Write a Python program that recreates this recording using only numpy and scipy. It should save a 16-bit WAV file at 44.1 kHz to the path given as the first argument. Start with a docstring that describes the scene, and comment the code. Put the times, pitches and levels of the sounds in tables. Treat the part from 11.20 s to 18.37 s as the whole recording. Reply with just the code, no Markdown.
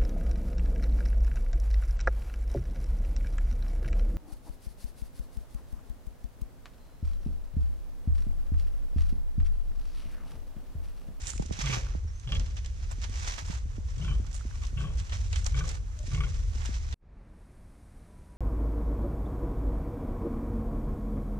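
"""Leafy garden walk, a pig in its pen, then a calm grove

Heard close at the two ports of a small hand-held camera: feet stir grass and dry leaves (grainy noise,
bursts for snaps, short rings for ticks), and wind rumbles and thumps (low noise, falling blips).
A pig grunts from its concrete pen (pulse trains through resonances, with echoes; a noise burst adds a knock).
After a cut, a quiet mono grove fades in (two noise bands). Faint far calls are gliding sines."""
import sys
import numpy as np
from scipy import signal
from scipy.fft import rfft, irfft
from scipy.io import wavfile
from scipy.ndimage import uniform_filter1d

SR = 44100
rng = np.random.default_rng(int(sys.argv[2]) if len(sys.argv) > 2 else 0)


def wav_record(signal):
    """Record a signal, one row per channel, as 16-bit PCM in the file named by sys.argv[1]."""
    frames = np.transpose(np.atleast_2d(signal))
    bounded = np.clip(frames, -1, 1)
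    # unit amplitude maps onto the largest positive 16-bit level
    quanta = np.round(bounded * 32767).astype(np.int16)
    wavfile.write(sys.argv[1], SR, quanta)


N = 316197
CUT_S = 5.742   # the garden ends and the grove begins


def from_db(db):
    """Gain of a level in dB."""
    return 10 ** (np.asarray(db) / 20)


def rms_one(x):
    """Scaled to rms 1."""
    return x / np.sqrt(np.mean(x ** 2) + 1e-20)


def in_time(rows):
    """One curve per column after the first (seconds), sample by sample."""
    s, *columns = np.transpose(rows)
    return [np.interp(np.arange(N) / SR, s, column) for column in columns]


def on_bins(points):
    """A table over frequency, read at every FFT bin along a log axis."""
    hz, value = np.transpose(points)
    bin_hz = np.arange(N // 2 + 1) * SR / N
    return np.interp(np.log(bin_hz + 1), np.log(hz + 1), value)


def coloured(x, spectrum):
    """Noise shaped by a relative spectrum that keeps the rms of white noise."""
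    return irfft(rfft(x) * rms_one(from_db(on_bins(spectrum))), N)


def drift(rate):
    """Slow random wandering of rms about 1: smoothed noise made at every 40th sample."""
    r = np.exp(-80 * np.pi * rate / SR)
    noise = rng.standard_normal(N // 40 + 2002)
    slow = signal.lfilter([1], [1, -2 * r, r * r], noise)[2000:]   # drop the filter's start
    return np.interp(np.arange(N) / 40, np.arange(len(slow)), rms_one(slow))


def dying(clicks, t60):
    """Every click becomes an envelope losing 60 dB in t60 seconds; rows may have a decay each."""
    if np.ndim(t60):
        return np.array([dying(row, each) for row, [each] in zip(clicks, t60)])
    return signal.lfilter([1], [1, -from_db(-60 / (t60 * SR))], clicks + 1e-18)


def resonate(x, modes):
    """Parallel resonances (hz, width_hz, level_db) of alternating sign."""
    out = 0
    for k, (hz, width_hz, level_db) in enumerate(modes):
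        r = np.exp(-np.pi * width_hz / SR)
        poles = [1, -2 * r * np.cos(2 * np.pi * hz / SR), r * r]
        out = out + (-1) ** k * from_db(level_db) * signal.lfilter([1 - r, 0, r - 1], poles, x)
    return out


def panned(seconds, level_db, pan_db):
    """Stereo clicks at the given moments; pan is left minus right."""
    clicks = np.zeros((2, N))
    clicks[:, (seconds * SR).astype(int)] = from_db(level_db + np.outer([.5, -.5], pan_db))
    return clicks


# the camera's two ports: (pitch_hz, left_lead_rad)
PORT_PHASE = [(20, -.2), (260, .1), (690, -2.3), (950, -3.4), (2330, -4.1), (4570, -6.3), (5340, -7.4),
              (8870, -8.3)]
# (pitch_hz, left_minus_right_db)
PORT_BALANCE = [(60, 1), (100, -3), (180, 9.5), (310, -4), (550, -0.5), (950, -5), (1650, -5), (2870, -1),
                (4990, -5), (8670, -5.5)]
# (pitch_hz, likeness), 1 when both ports hear the same
PORT_LIKENESS = [(40, 0.93), (150, 0.73), (300, 0.067), (1000, 0.64), (2500, 0.56), (5000, 0.45),
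                 (9000, 0.27)]


def ports(pair):
    """Two draws of a sound become left and right: partly alike, unequal in level, shifted in phase."""
    first, second = rfft(pair)
    alike = np.clip(on_bins(PORT_LIKENESS), 0, 1)
    tilt = from_db(on_bins(PORT_BALANCE) / 2)
    right = alike * first + np.sqrt(1 - alike ** 2) * second
    lag = np.exp(-1j * on_bins(PORT_PHASE))
    return irfft([first * tilt, right / tilt * lag], N)


# wind at the ports, before their balance: (start_s, level_db)
WIND = [(0.0, -36), (0.83, -32), (1.01, -39), (1.21, -24), (1.25, -33), (2.16, -33.5), (2.19, -42.5),
        (2.24, -33), (2.86, -32.5), (2.94, -25.5), (3.13, -36), (3.8, -28), (3.85, -35.5), (3.97, -29.5),
        (4.44, -28), (4.73, -37), (4.99, -28), (5.74, -32)]
# relative spectrum of the rumble: (pitch_hz, level_db per Hz)
RUMBLE = [(8.8, -53), (15, -21), (32, -0.5), (56, 1.5), (82, -2.5), (190, -34.5), (282, -44.5), (322, -44),
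          (500, -40.5), (650, -65.5), (1100, -120)]


def wind():
    """Low turbulence as shaped noise; its own wandering is partly evened out, its level follows a curve."""
    rumble = coloured(rng.standard_normal((2, N)), RUMBLE)
    wander = np.sqrt(uniform_filter1d(rumble ** 2, size=3000) + 2.0)
    return from_db(in_time(WIND)[0]) * rms_one(rumble / wander)


# relative spectrum of the garden's distant bed: (pitch_hz, level_db per Hz)
GARDEN = [(120, -16.5), (200, 0.5), (328, -8.5), (816, -13), (1280, -13), (4890, -19.5), (6020, -12.5),
          (9120, -24), (11900, -32.5), (20100, -120)]
GARDEN_DB = -60   # middle level, before the flicker and the ports


def garden():
    """Far leaves and insects as shaped noise, gently flickering."""
    flicker_db = 1.7 * drift(0.98)
    return from_db(GARDEN_DB + flicker_db) * coloured(rng.standard_normal((2, N)), GARDEN)


# steps and swishes close below the ports; rise and fall each span 20 dB:
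# (loudest_s, rise_s, fall_s, hiss_db, crunch_body_db, sizzle_db)
STEPS = [(0.01, 0.068, 0.1, -46.5, -55.5, -53), (0.09, 0.045, 0.09, -39, -50, -37),
         (0.21, 0.095, 0.36, -53, -61.5, -59.5), (0.338, 0.054, 0.044, -42, -91, -54.5),
         (0.419, 0.066, 0.018, -34.5, -39.5, -47.5), (0.49, 0.14, 0.17, -34.5, -46, -46),
         (0.57, 0.13, 0.062, -38, -40, -53), (0.66, 0.1, 0.25, -50.5, -51.5, -66),
         (1.17, 0.22, 0.38, -51, -62.5, -65), (1.38, 0.044, 0.06, -48.5, -69, -64),
         (1.46, 0.072, 1, -58, -81, -83), (1.72, 0.014, 0.014, -66, -48, -54),
         (1.84, 0.081, 0.061, -43.5, -55, -57), (2.092, 0.21, 0.14, -37, -44, -47.5),
         (2.19, 0.051, 0.076, -45, -47, -57), (2.309, 0.16, 0.12, -44, -47.5, -52),
         (2.85, 0.5, 0.45, -54, -60.5, -63), (3.149, 0.018, 0.061, -48, -52.5, -45),
         (3.45, 0.79, 0.054, -53.5, -56.5, -62), (3.6, 0.13, 0.97, -60, -68.5, -65.5),
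         (3.788, 0.027, 0.045, -45, -68, -53.5), (3.93, 0.033, 0.13, -42, -48, -52),
         (4.158, 0.15, 0.28, -48.5, -58.5, -52.5), (4.267, 0.028, 0.032, -43.5, -42.5, -43.5),
         (4.4, 1, 0.19, -50.5, -59.5, -61.5), (4.512, 0.16, 0.11, -45.5, -50.5, -52.5),
         (4.867, 0.074, 0.26, -47.5, -67, -56), (4.937, 0.06, 0.13, -47.5, -58, -57),
         (5.0, 0.2, 0.46, -53, -68, -62.5), (5.15, 0.4, 1, -53.5, -61.5, -64),
         (5.46, 0.11, 0.17, -49.5, -52, -55), (5.539, 0.13, 0.083, -45.5, -53.5, -57),
         (5.719, 0.25, 0.048, -51.5, -56.5, -65)]
# grass brushing the legs between steps: hiss_db, body_db, sizzle_db
BRUSH_DB = [-70.5, -65, -87]


def tent(t, peak_s, up_db_per_s, down_db_per_s):
    """Gain that climbs to 1 at the peak and falls after it, straight in dB."""
    return from_db(np.minimum(up_db_per_s * (t - peak_s), down_db_per_s * (peak_s - t)))


def tread():
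    """Level of each leaf layer: every step swells and dies away, adding power to the steady brushing."""
    t = np.arange(0, N, 64) / SR
    power = from_db(BRUSH_DB)[:, None] ** 2
    for s, rise, fall, *layer_db in STEPS:
        shape = tent(t, s, 20 / max(rise, .01), 20 / max(fall, .01))
        power = power + (from_db(layer_db)[:, None] * shape) ** 2
    return [np.interp(np.arange(N) / SR, t, np.sqrt(p)) for p in power]


# relative spectra of the three leaf layers: (pitch_hz, level_db per Hz)
LEAF_HISS = [(1200, -12.5), (2000, -5), (3100, -7), (4600, -9), (6100, -3.5), (7000, -11), (8500, -35),
             (12000, -64.5)]
LEAF_BODY = [(250, -24), (500, 2), (800, 10), (1500, 8), (2500, 0.5), (4000, -20)]
LEAF_SIZZLE = [(5000, -49), (7000, -9), (8200, -14.5), (9200, -20), (11900, -42), (14500, -45),
               (16000, -61.5)]


def rustle(grains_per_s, spread_db, smooth, ticks_per_s, tick_share):
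    """Noise broken into clumped grains and finer ticks: many small leaves crack under each step."""
    clumps = from_db(5.24 * drift(20))   # multiplies both rates

    def crackles(per_s, t60):
        struck = rng.random(N) < per_s * clumps / SR
        strength = from_db(spread_db * np.minimum(rng.exponential(1, N), 4))
        return rms_one(dying(struck * strength, t60))

    grains = crackles(grains_per_s, 0.023)
    fine = crackles(ticks_per_s, 0.004)
    envelope = rms_one(smooth + grains + tick_share * fine)
    crackle = envelope * rng.standard_normal((3, 2, N))
    parts = zip(tread(), crackle, (LEAF_HISS, LEAF_BODY, LEAF_SIZZLE))
    return sum(level * coloured(noise, spectrum) for level, noise, spectrum in parts)


# short noise bursts near the ports: snapping leaves and twigs, and a knock in the second grunt,
# levels before SNAP_GAIN: (start_s, bright_db, dull_db, left_minus_right_db)
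SNAPS = [(0.018, -40, -65, -16), (0.07, -26, -69, -12), (0.1025, -28.5, -69, -13.5),
         (0.178, -33.5, -58, -5), (0.2235, -32, -51.5, 2.5), (0.2612, -36, -71, -9.5),
         (0.325, -36, -42, -10), (0.3716, -40, -59, -10), (0.459, -34, -34, -16), (0.998, -40, -57, 0),
         (1.1208, -36.5, -36, -3), (1.149, -34, -60, -1), (1.197, -32.5, -38, -5.5), (1.261, -41, -41, 0),
         (1.368, -36, -34.5, -2), (1.447, -38.5, -42, -1), (1.46, -34, -46, -1), (1.713, -39, -51.5, -15),
         (1.817, -37, -41, -9), (1.8407, -36, -36.5, -9), (1.897, -45, -64, -16), (2.179, -47, -36, -16),
         (2.261, -33.5, -70, -7), (2.305, -59, -44, -19), (2.351, -48, -47.5, -22), (2.781, -43, -70, -7),
         (3.066, -41.5, -49, -9), (3.1134, -44, -74, -13), (3.13, -44, -78, -17), (3.143, -35, -79, -9),
         (3.164, -41, -79, -19), (3.179, -50, -53, -5), (3.435, -54, -42, 16), (3.451, -32.5, -54, -1),
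         (3.468, -33.5, -57, -3), (3.781, -47, -51, 7), (3.799, -32, -40.5, -2.5),
         (3.895, -41.5, -37, -0.5), (3.9214, -61, -28.5, 3), (4.129, -26.5, -27.5, 2.5),
         (4.159, -28, -32, -3.5), (4.214, -41, -63, 3), (4.245, -32, -50.5, 14), (4.2643, -30.5, -63, -29),
         (4.388, -41, -35, 4), (4.48, -34.5, -60, -3), (4.491, -30, -66, -13), (4.79, -37, -82, 13),
         (4.831, -44, -60, 3), (4.934, -39.5, -42, -12.5), (5.1706, -51, -70, -10), (5.417, -48, -38.5, -9),
         (5.4574, -29.5, -34.5, -3), (5.726, -39, -31.5, 2)]
# relative spectra of both parts: (pitch_hz, level_db per Hz)
SNAP_BRIGHT = [(1500, -24), (3000, -3.5), (4600, -5), (6100, 4), (8000, -1), (9200, -13), (11900, -26.5),
               (15000, -33)]
SNAP_DULL = [(400, -20), (1000, -15), (2000, -15), (3300, -14.5), (5000, -23.5), (9000, -62.5)]
CRACK_DB, CRACK_T60_S = 1, 0.0011   # first instant of a burst, relative to its bright part
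SNAP_GAIN = 0.28


def snaps():
    """Each snap or knock is a short noise burst, bright and dull part dying at their own pace."""
    s, bright_db, dull_db, pan_db = np.transpose(SNAPS)
    noise = ports(rng.standard_normal((2, N)))
    clicks = panned(s, bright_db, pan_db)
    envelope = dying(clicks, 0.032) + from_db(CRACK_DB) * dying(clicks, CRACK_T60_S)
    bright = coloured(envelope * noise, SNAP_BRIGHT)
    dull = coloured(dying(panned(s, dull_db, pan_db), 0.13) * noise, SNAP_DULL)
    return SNAP_GAIN * (bright + dull)


# puffs of air that hit the ports; kind +1 pushes them together, -1 rocks them against each other:
# (start_s, left_db, right_db, kind, pitch_drop_hz)
THUMPS = [(0.134, -57, -45, 1, 420), (0.157, -48, -42, 1, 420), (0.253, -56, -38, 1, 420),
          (0.293, -41, -41, 1, 352), (0.591, -55, -55, 1, 420), (0.196, -22.5, -19.5, -1, 890),
          (0.2224, -43, -33, -1, 1090), (0.308, -26.5, -22.5, -1, 1080), (0.389, -32, -28, -1, 404),
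          (0.4938, -31, -26.5, -1, 724), (0.569, -32, -28.5, -1, 880), (0.7491, -32, -27, -1, 1080),
          (0.848, -43, -56, 1, 420.0), (1.783, -42.5, -47, 1, 410), (1.894, -42, -46, 1, 397),
          (2.22, -38, -44, -1, 420.0), (2.298, -28, -26.5, -1, 448), (2.4535, -34, -38, -1, 440),
          (2.581, -39, -32.5, 1, 400), (2.7716, -33, -39, -1, 427), (2.997, -32.5, -41, 1, 417),
          (3.251, -36.5, -39, 1, 380), (3.529, -45, -41, 1, 416), (4.879, -38, -46, 1, 416),
          (5.3558, -42, -43, 1, 410), (5.4901, -33.5, -38, 1, 384)]
# where the blip of a puff ends, by kind: settle_hz
SETTLE_HZ = {1: 188, -1: 150.}


def thumps():
    """A puff rocks the membranes: a blip whose pitch drops in milliseconds, then a ragged flutter of air."""
    out, t = np.zeros((2, N)), np.arange(SR // 5) / SR
    swell = (t / 0.0036 * np.exp(1 - t / 0.0037)) ** 1.12
    flutter_swell = t / 0.028 * np.exp(-t / 0.021)
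    band = signal.butter(2, [150., 800.], "band", fs=SR, output="sos")
    ragged = signal.sosfilt(band, rng.standard_normal((len(THUMPS), len(t))))
    for (s, left_db, right_db, kind, drop_hz), flutter in zip(THUMPS, ragged):
        hz = SETTLE_HZ[kind] + drop_hz * np.exp(-t / 0.0019)
        # rocked ports start opposed; the low end of the blip falls back in step
        apart = np.pi * (kind < 0) * (1 - np.exp(-((hz - 150.) / 60.) ** 2))
        blip = swell * np.sin(2 * np.pi * np.cumsum(hz) / SR + [apart, 0 * t])
        blip += 0.77 * flutter * flutter_swell * [[np.sign(kind)], [1]]
        out[:, round(s * SR):][:, :len(t)] += from_db([[left_db], [right_db]]) * blip
    return out


# small hollow ticks among the leaves: (start_s, pitch_hz, level_db, left_minus_right_db)
TICKS = [(0.136, 1300, -43, -15), (0.18, 2460, -37, -4), (0.223, 810, -38.5, -2), (0.668, 1480, -40, -5),
         (2.181, 1030, -50, -3), (2.183, 1730, -37, -3), (2.33, 900, -43, -9), (3.048, 1200, -47, -8),
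         (3.21, 1400, -43, -12), (3.311, 1590, -42, 0), (4.494, 2200, -40, -3)]
TICK_CYCLES = 19   # until the ring has lost 60 dB


def ticks():
    """Each tick is a short ring at its own pitch."""
    out, t = np.zeros((2, N)), np.arange(SR // 20) / SR
    for s, hz, level_db, pan_db in TICKS:
        ring = np.sin(2 * np.pi * hz * t) * from_db(-60 * t * hz / TICK_CYCLES)
        sides = from_db([[level_db + pan_db / 2], [level_db - pan_db / 2]])
        out[:, round(s * SR):][:, :len(t)] += sides * ring
    return out


# chest resonances: (multiple of the chest pitch, width_hz, level_db)
CHEST = [(1., 12.4, 10.5), (1.209, 23.3, 0.5)]
CHEST_ATTACK_S, CHEST_FADE_DB_PER_S = 0.018, 143   # the fade counts from the end of the pulses


def chest_ring(drive, cycle, chest_hz):
    """Each pulse rings the chest at the pitch of that moment."""
    rings = 0
    for k, hz in enumerate(chest_hz):
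        modes = [(hz * multiple, *rest) for multiple, *rest in CHEST]
        rings = rings + resonate(drive * (cycle == k), modes)
    return rings


# broad leak beside the peaks of lower snout, upper snout and rasp: (pitch_hz, width_hz, level_db)
OPEN_MOUTH = [(1300, 470, -16.5), (1770, 890, -32), (2880, 1100, -24.5)]
CLOSED_S, OPEN_DAMPING_DB_PER_S = 0.017, 1500   # airiness lessens the damping
SNOUT_SHIFT = 0.025   # spread of the share by which resonances move from pulse to pulse


def mouth_ring(drive, cycle, t, beats, modes, leak, airy):
    """The snout rings freely after a pulse, then the opening throat damps it for up to 10 ms."""
    shifts = 1 + SNOUT_SHIFT * rng.standard_normal((12, 4))
    damping_db_per_s = OPEN_DAMPING_DB_PER_S * (1 - airy) ** 2
    rings = 0
    for n, beat in enumerate(beats):
        moved = [(hz * by, *rest) for (hz, *rest), by in zip(modes, shifts[n])]
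        damping = from_db(-damping_db_per_s * np.clip(t - beat - CLOSED_S, 0, .01))
        rings = rings + damping * resonate(drive * (cycle == n), [*moved, leak])
    return rings


# throat resonances: (pitch_hz, width_hz)
THROAT = [(200, 51), (300, 43), (410, 53), (505, 24)]
THROAT_BREATHY, THROAT_T60_S = 0.098, 0.63   # its air lingers
THROAT_ATTACK_S = 0.035   # slope of the swell, which starts from a gain of 0.27
CHEST_SAG_DB_PER_S = 56.5   # the first knocks are the hardest
CHEST_LEAD_S = .015   # the chest starts before the snout opens
# breath noise in chest, lower snout, upper snout, rasp: share (airiness scales all but the chest)
AIR_SHARE = [.015, .15, .15, .2]
# its decay, same layers: t60_s (airiness lengthens the rasp's)
AIR_T60_S = [
    [.4],
    [.12],
    [.1],
    [.09],
]


def grunt(times, row, airy, effort, throat_db, snout_modes, rasp_modes):
    """Slow uneven pulses knock chest and throat; the air after each pulse rasps through the snout."""
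    (first, gap, pulses_end, per_s), (pan_db, chest_db) = times, row
    start, size = round(first * SR), SR // 2
    beats = np.append(first, np.arange(first + gap, pulses_end, 1 / per_s))
    at = (beats * SR).astype(int) - start + 1
    t = first + np.arange(size) / SR
    cycle = np.searchsorted(at, np.arange(size), side="right") - 1   # which pulse is sounding

    s, chest_hz, *mouth_db = np.transpose(effort)
    efforts_db = [-CHEST_SAG_DB_PER_S * (beats - first)]
    efforts_db += [np.interp(beats, s, level_db) for level_db in mouth_db]
    uneven_db = rng.standard_normal((4, 12))[:, :len(at)]
    pulses = np.zeros((4, size))   # chest, lower snout, upper snout, rasp
    pulses[:, at] = from_db(efforts_db + uneven_db)

    # breath is mostly shared by both ports
    breath = rng.standard_normal((4, size)) + 0.28 * rng.standard_normal((2, 4, size))
    air_share = np.multiply(AIR_SHARE, [1, airy, airy, airy])[:, None]
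    air_t60 = np.multiply(AIR_T60_S, [[1], [1], [1], [1 + 3 * airy]])
    knocks = pulses * [[1], [1], [1], [1 - airy]]
    drive = knocks + air_share * dying(pulses, air_t60) * breath
    out = np.zeros((2, N))

    def add(sound, level, early=0):
        """Scaled by its spread over the pulses, then set to its level."""
        spread = np.std(sound[:, :at[-1] + SR // 30])
        out[:, start - early:][:, :size] += level * sound / spread

    chest = chest_ring(drive[:, 0], cycle, np.interp(beats, s, chest_hz))
    fade = from_db(-CHEST_FADE_DB_PER_S * np.maximum(t - pulses_end, 0))
    shape = np.minimum((t - first) / CHEST_ATTACK_S, 1) * fade
    add(chest, from_db(chest_db) * shape, round(CHEST_LEAD_S * SR))

    layers = [*[[(*mode, 0)] for mode in snout_modes], rasp_modes]
    for k, modes in enumerate(layers):
        rings = mouth_ring(drive[:, k + 1], cycle, t, beats, modes, OPEN_MOUTH[k], airy)
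        add(rings, from_db(mouth_db[k].max()))

    lingering = pulses[0] + THROAT_BREATHY * dying(pulses[0], THROAT_T60_S) * breath[:, 0]
    swell = np.minimum(0.27 + (t - first) / THROAT_ATTACK_S, 1)
    for mode, level_db in zip(THROAT, throat_db):
        add(resonate(lingering, [(*mode, 0)]), from_db(level_db) * swell)
    return out * from_db([[pan_db / 2], [-pan_db / 2]])


# slow throat pulses, one row per grunt: (first_pulse_s, gap_to_second_s, pulses_end_s, pulses_per_s)
PULSE_TIMES = [(0.440, .028, .565, 33.3), (1.074, .016, 1.17, 32.), (2.781, .032, 2.95, 30.8),
               (3.572, .033, 3.71, 31.3), (4.344, .030, 4.445, 30.2), (4.916, .030, 5.075, 33.7)]
# side and chest, one row per grunt: (left_minus_right_db, chest_db)
GRUNTS = [(-3.5, -32.5), (-1.5, -38), (1.5, -37.5), (3, -37), (1.5, -35.5), (0.5, -34.5)]
# one share per grunt: airiness of snout and rasp
AIRINESS = [.4, .2, .7, .8, .2, .22]
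# effort through each grunt; the highest dB of a column sets the level of its layer:
# (start_s, chest_pitch_hz, lower_snout_db, upper_snout_db, rasp_db)
EFFORT = [
    [(.44, 131, -54, -58, -47), (.5, 122, -63, -62, -41.5), (.53, 116.5, -49.5, -57, -45.5),
     (.56, 114, -64, -73, -62)],
    [(1.074, 128, -68, -72, -54.5), (1.09, 122.4, -70, -65, -55), (1.12, 135.4, -54.5, -56.5, -42),
     (1.152, 150., -63, -62, -47)],
    [(2.781, 115, -78, -74, -65), (2.813, 138, -70, -72, -53), (2.845, 150., -71, -65, -54),
     (2.878, 143, -61, -58.5, -51), (2.91, 132, -59, -62, -82), (2.942, 120, -73, -79, -86)],
    [(3.572, 121.3, -61.5, -61, -52), (3.605, 133, -57, -65, -62), (3.637, 150., -54, -69, -67),
     (3.668, 141, -68, -69, -70), (3.70, 136, -68, -75, -81)],
    [(4.344, 130, -58.5, -57.5, -50.5), (4.374, 127.5, -61, -52.5, -52), (4.407, 143, -52, -51, -54),
     (4.44, 134, -55.5, -61, -62)],
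    [(4.917, 127, -60.5, -61, -63), (4.947, 122, -62, -71, -51.5), (4.976, 127.4, -59, -76, -62),
     (5.006, 124.5, -51, -54.5, -48), (5.035, 134, -55.5, -59, -54), (5.065, 124, -64, -73.5, -69)],
]
# one row per grunt: level_db of each throat resonance
THROAT_DB = [(-65.5, -67, -55, -62.5), (-51, -64.5, -67, -62.5), (-53.5, -63, -88, -72),
             (-58.5, -63, -64, -65), (-63, -59, -58.5, -63), (-60.5, -78, -62.5, -72)]
# lower and upper snout resonance of each grunt: (pitch_hz, width_hz)
SNOUT = [
    [(1172, 38), (1520, 90)],
    [(1170, 21), (1700, 40)],
    [(1103, 35), (1426, 66)],
    [(1133, 37), (1560, 50)],
    [(1180, 47), (1520, 30)],
    [(1128, 40), (1500, 29)],
]
# rasp resonances of each grunt: (pitch_hz, width_hz, level_db)
RASP = [
    [(2330, 400, -2), (3230, 91, 0), (3430, 100, -15)],
    [(2340, 230, -1.5), (2870, 180, 5.5), (3300, 140, 8), (5200, 300, -8)],
    [(2280, 72, -0.5), (2770, 100, -6), (3140, 89, 5.5)],
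    [(2230, 170, -0.5), (2680, 130, 4), (3200, 130, 7)],
    [(2270, 90, 0.5), (3030, 120, -10), (3270, 150, 0)],
    [(2215, 88, 12.5), (2800, 74, 5.5), (3320, 160, 2.5)],
]
# concrete walls of the pen: (delay_s, level_db)
PEN_ECHOES = [(.019, -13.5), (.043, -26.5), (.113, -22), (.16, -19)]
PIG_LAG_S = 0.00011   # the grunts reach the right port this much later


def pig():
    """The camera turns, so each grunt arrives from its own side; the pen walls send back dull echoes."""
    rows = zip(PULSE_TIMES, GRUNTS, AIRINESS, EFFORT, THROAT_DB, SNOUT, RASP)
    calls = sum(grunt(*row) for row in rows)
    dull = signal.sosfilt(signal.butter(2, 1800., fs=SR, output="sos"), calls)
    for delay, level_db in PEN_ECHOES:
        calls = calls + from_db(level_db) * np.roll(dull, round(delay * SR), axis=1)
    bin_hz = np.arange(N // 2 + 1) * SR / N
    late = np.exp(-2j * np.pi * PIG_LAG_S * bin_hz)
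    return [calls[0], irfft(rfft(calls[1]) * late, N)]


# faint far-off calls, near-pure notes, levels before swell and waver:
# (start_s, end_s, start_pitch_hz, end_pitch_hz, level_db)
FAR_CALLS = [(0.864, 0.924, 5580, 5540, -61.5), (0.905, 1.037, 6100, 6400, -62),
             (3.337, 3.367, 1150, 1150, -51), (3.417, 3.458, 1260, 1000, -54.5),
             (4.767, 4.863, 620, 595, -59), (6.8, 6.957, 590, 615, -71), (6.86, 7.093, 1000, 968, -72),
             (7.068, 7.25, 984, 954, -68)]
CALL_WAVER = 0.01   # rms share by which the pitch shakes before the cut


def far_calls():
    """Gliding sines that swell and fade, wavering in pitch and level before the cut, steady after it."""
    out, before_cut = np.zeros(N), np.arange(N) < CUT_S * SR
    waver = from_db(5.0 * drift(90) - 5.0)
    shake = 1 + CALL_WAVER * drift(165) * before_cut
    for start, end, start_hz, end_hz, level_db in FAR_CALLS:
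        along = np.linspace(0, 1, round((end - start) * SR))
        glide_hz = start_hz + (end_hz - start_hz) * along
        shaken_hz = glide_hz * np.resize(shake[round(start * SR):], len(along))
        phase = 2 * np.pi * np.cumsum(shaken_hz) / SR
        swell = np.sqrt(2 * np.sin(np.pi * along) + 1e-9)
        note = from_db(level_db) * swell * np.sin(phase)
        span = out[round(start * SR):][:len(along)]
        span += note[:len(span)]
    return out * np.where(before_cut, waver, 1)


# the grove: (start_s, air_db, insects_db)
GROVE = [(5.79, -78.5, -102), (5.83, -57, -102), (5.98, -50, -88.5), (6.2, -50, -76.5), (6.5, -50.5, -74),
         (6.8, -49.5, -72.5), (7.17, -49.5, -73)]
# relative spectra of its air and insects: (pitch_hz, level_db per Hz)
GROVE_AIR = [(12, -31), (22, 3.5), (48, -0.5), (87, -5), (115, -11), (180, -11.5), (335, -21), (600, -25.5),
             (1100, -31.5), (2300, -38), (3000, -48), (4000, -49), (7000, -56.5), (9100, -70),
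             (15400, -120)]
GROVE_INSECTS = [(3200, -13.5), (5500, -12), (7400, -12.5), (8400, -7.5), (10000, -8), (12000, -17),
                 (14500, -22), (16000, -40)]


def grove():
    """Soft air and a distant band of insects, both shaped noise, alike in both channels."""
    air_db, insects_db = in_time(GROVE)
    air_noise, insect_noise = rng.standard_normal((2, N))
    air = from_db(air_db) * coloured(air_noise, GROVE_AIR)
    insects = from_db(insects_db) * coloured(insect_noise, GROVE_INSECTS)
    return air + insects


def scene():
    """The garden up to the cut, then the grove; far calls in both."""
    leaves = rustle(grains_per_s=420.0, spread_db=0.5, smooth=1.0, ticks_per_s=200., tick_share=0.59)
    near = wind() + garden() + leaves
    garden_walk = ports(near) + snaps() + thumps() + ticks() + pig()
    return np.where(np.arange(N) < CUT_S * SR, garden_walk, grove()) + far_calls()


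def record(dry):
    """A steep low-pass removes the top: 60 dB down from 15300 Hz."""
    return signal.sosfilt(signal.cheby2(12, 60, 15300, fs=SR, output="sos"), dry)


dry = scene()
out = record(dry)
wav_record(out)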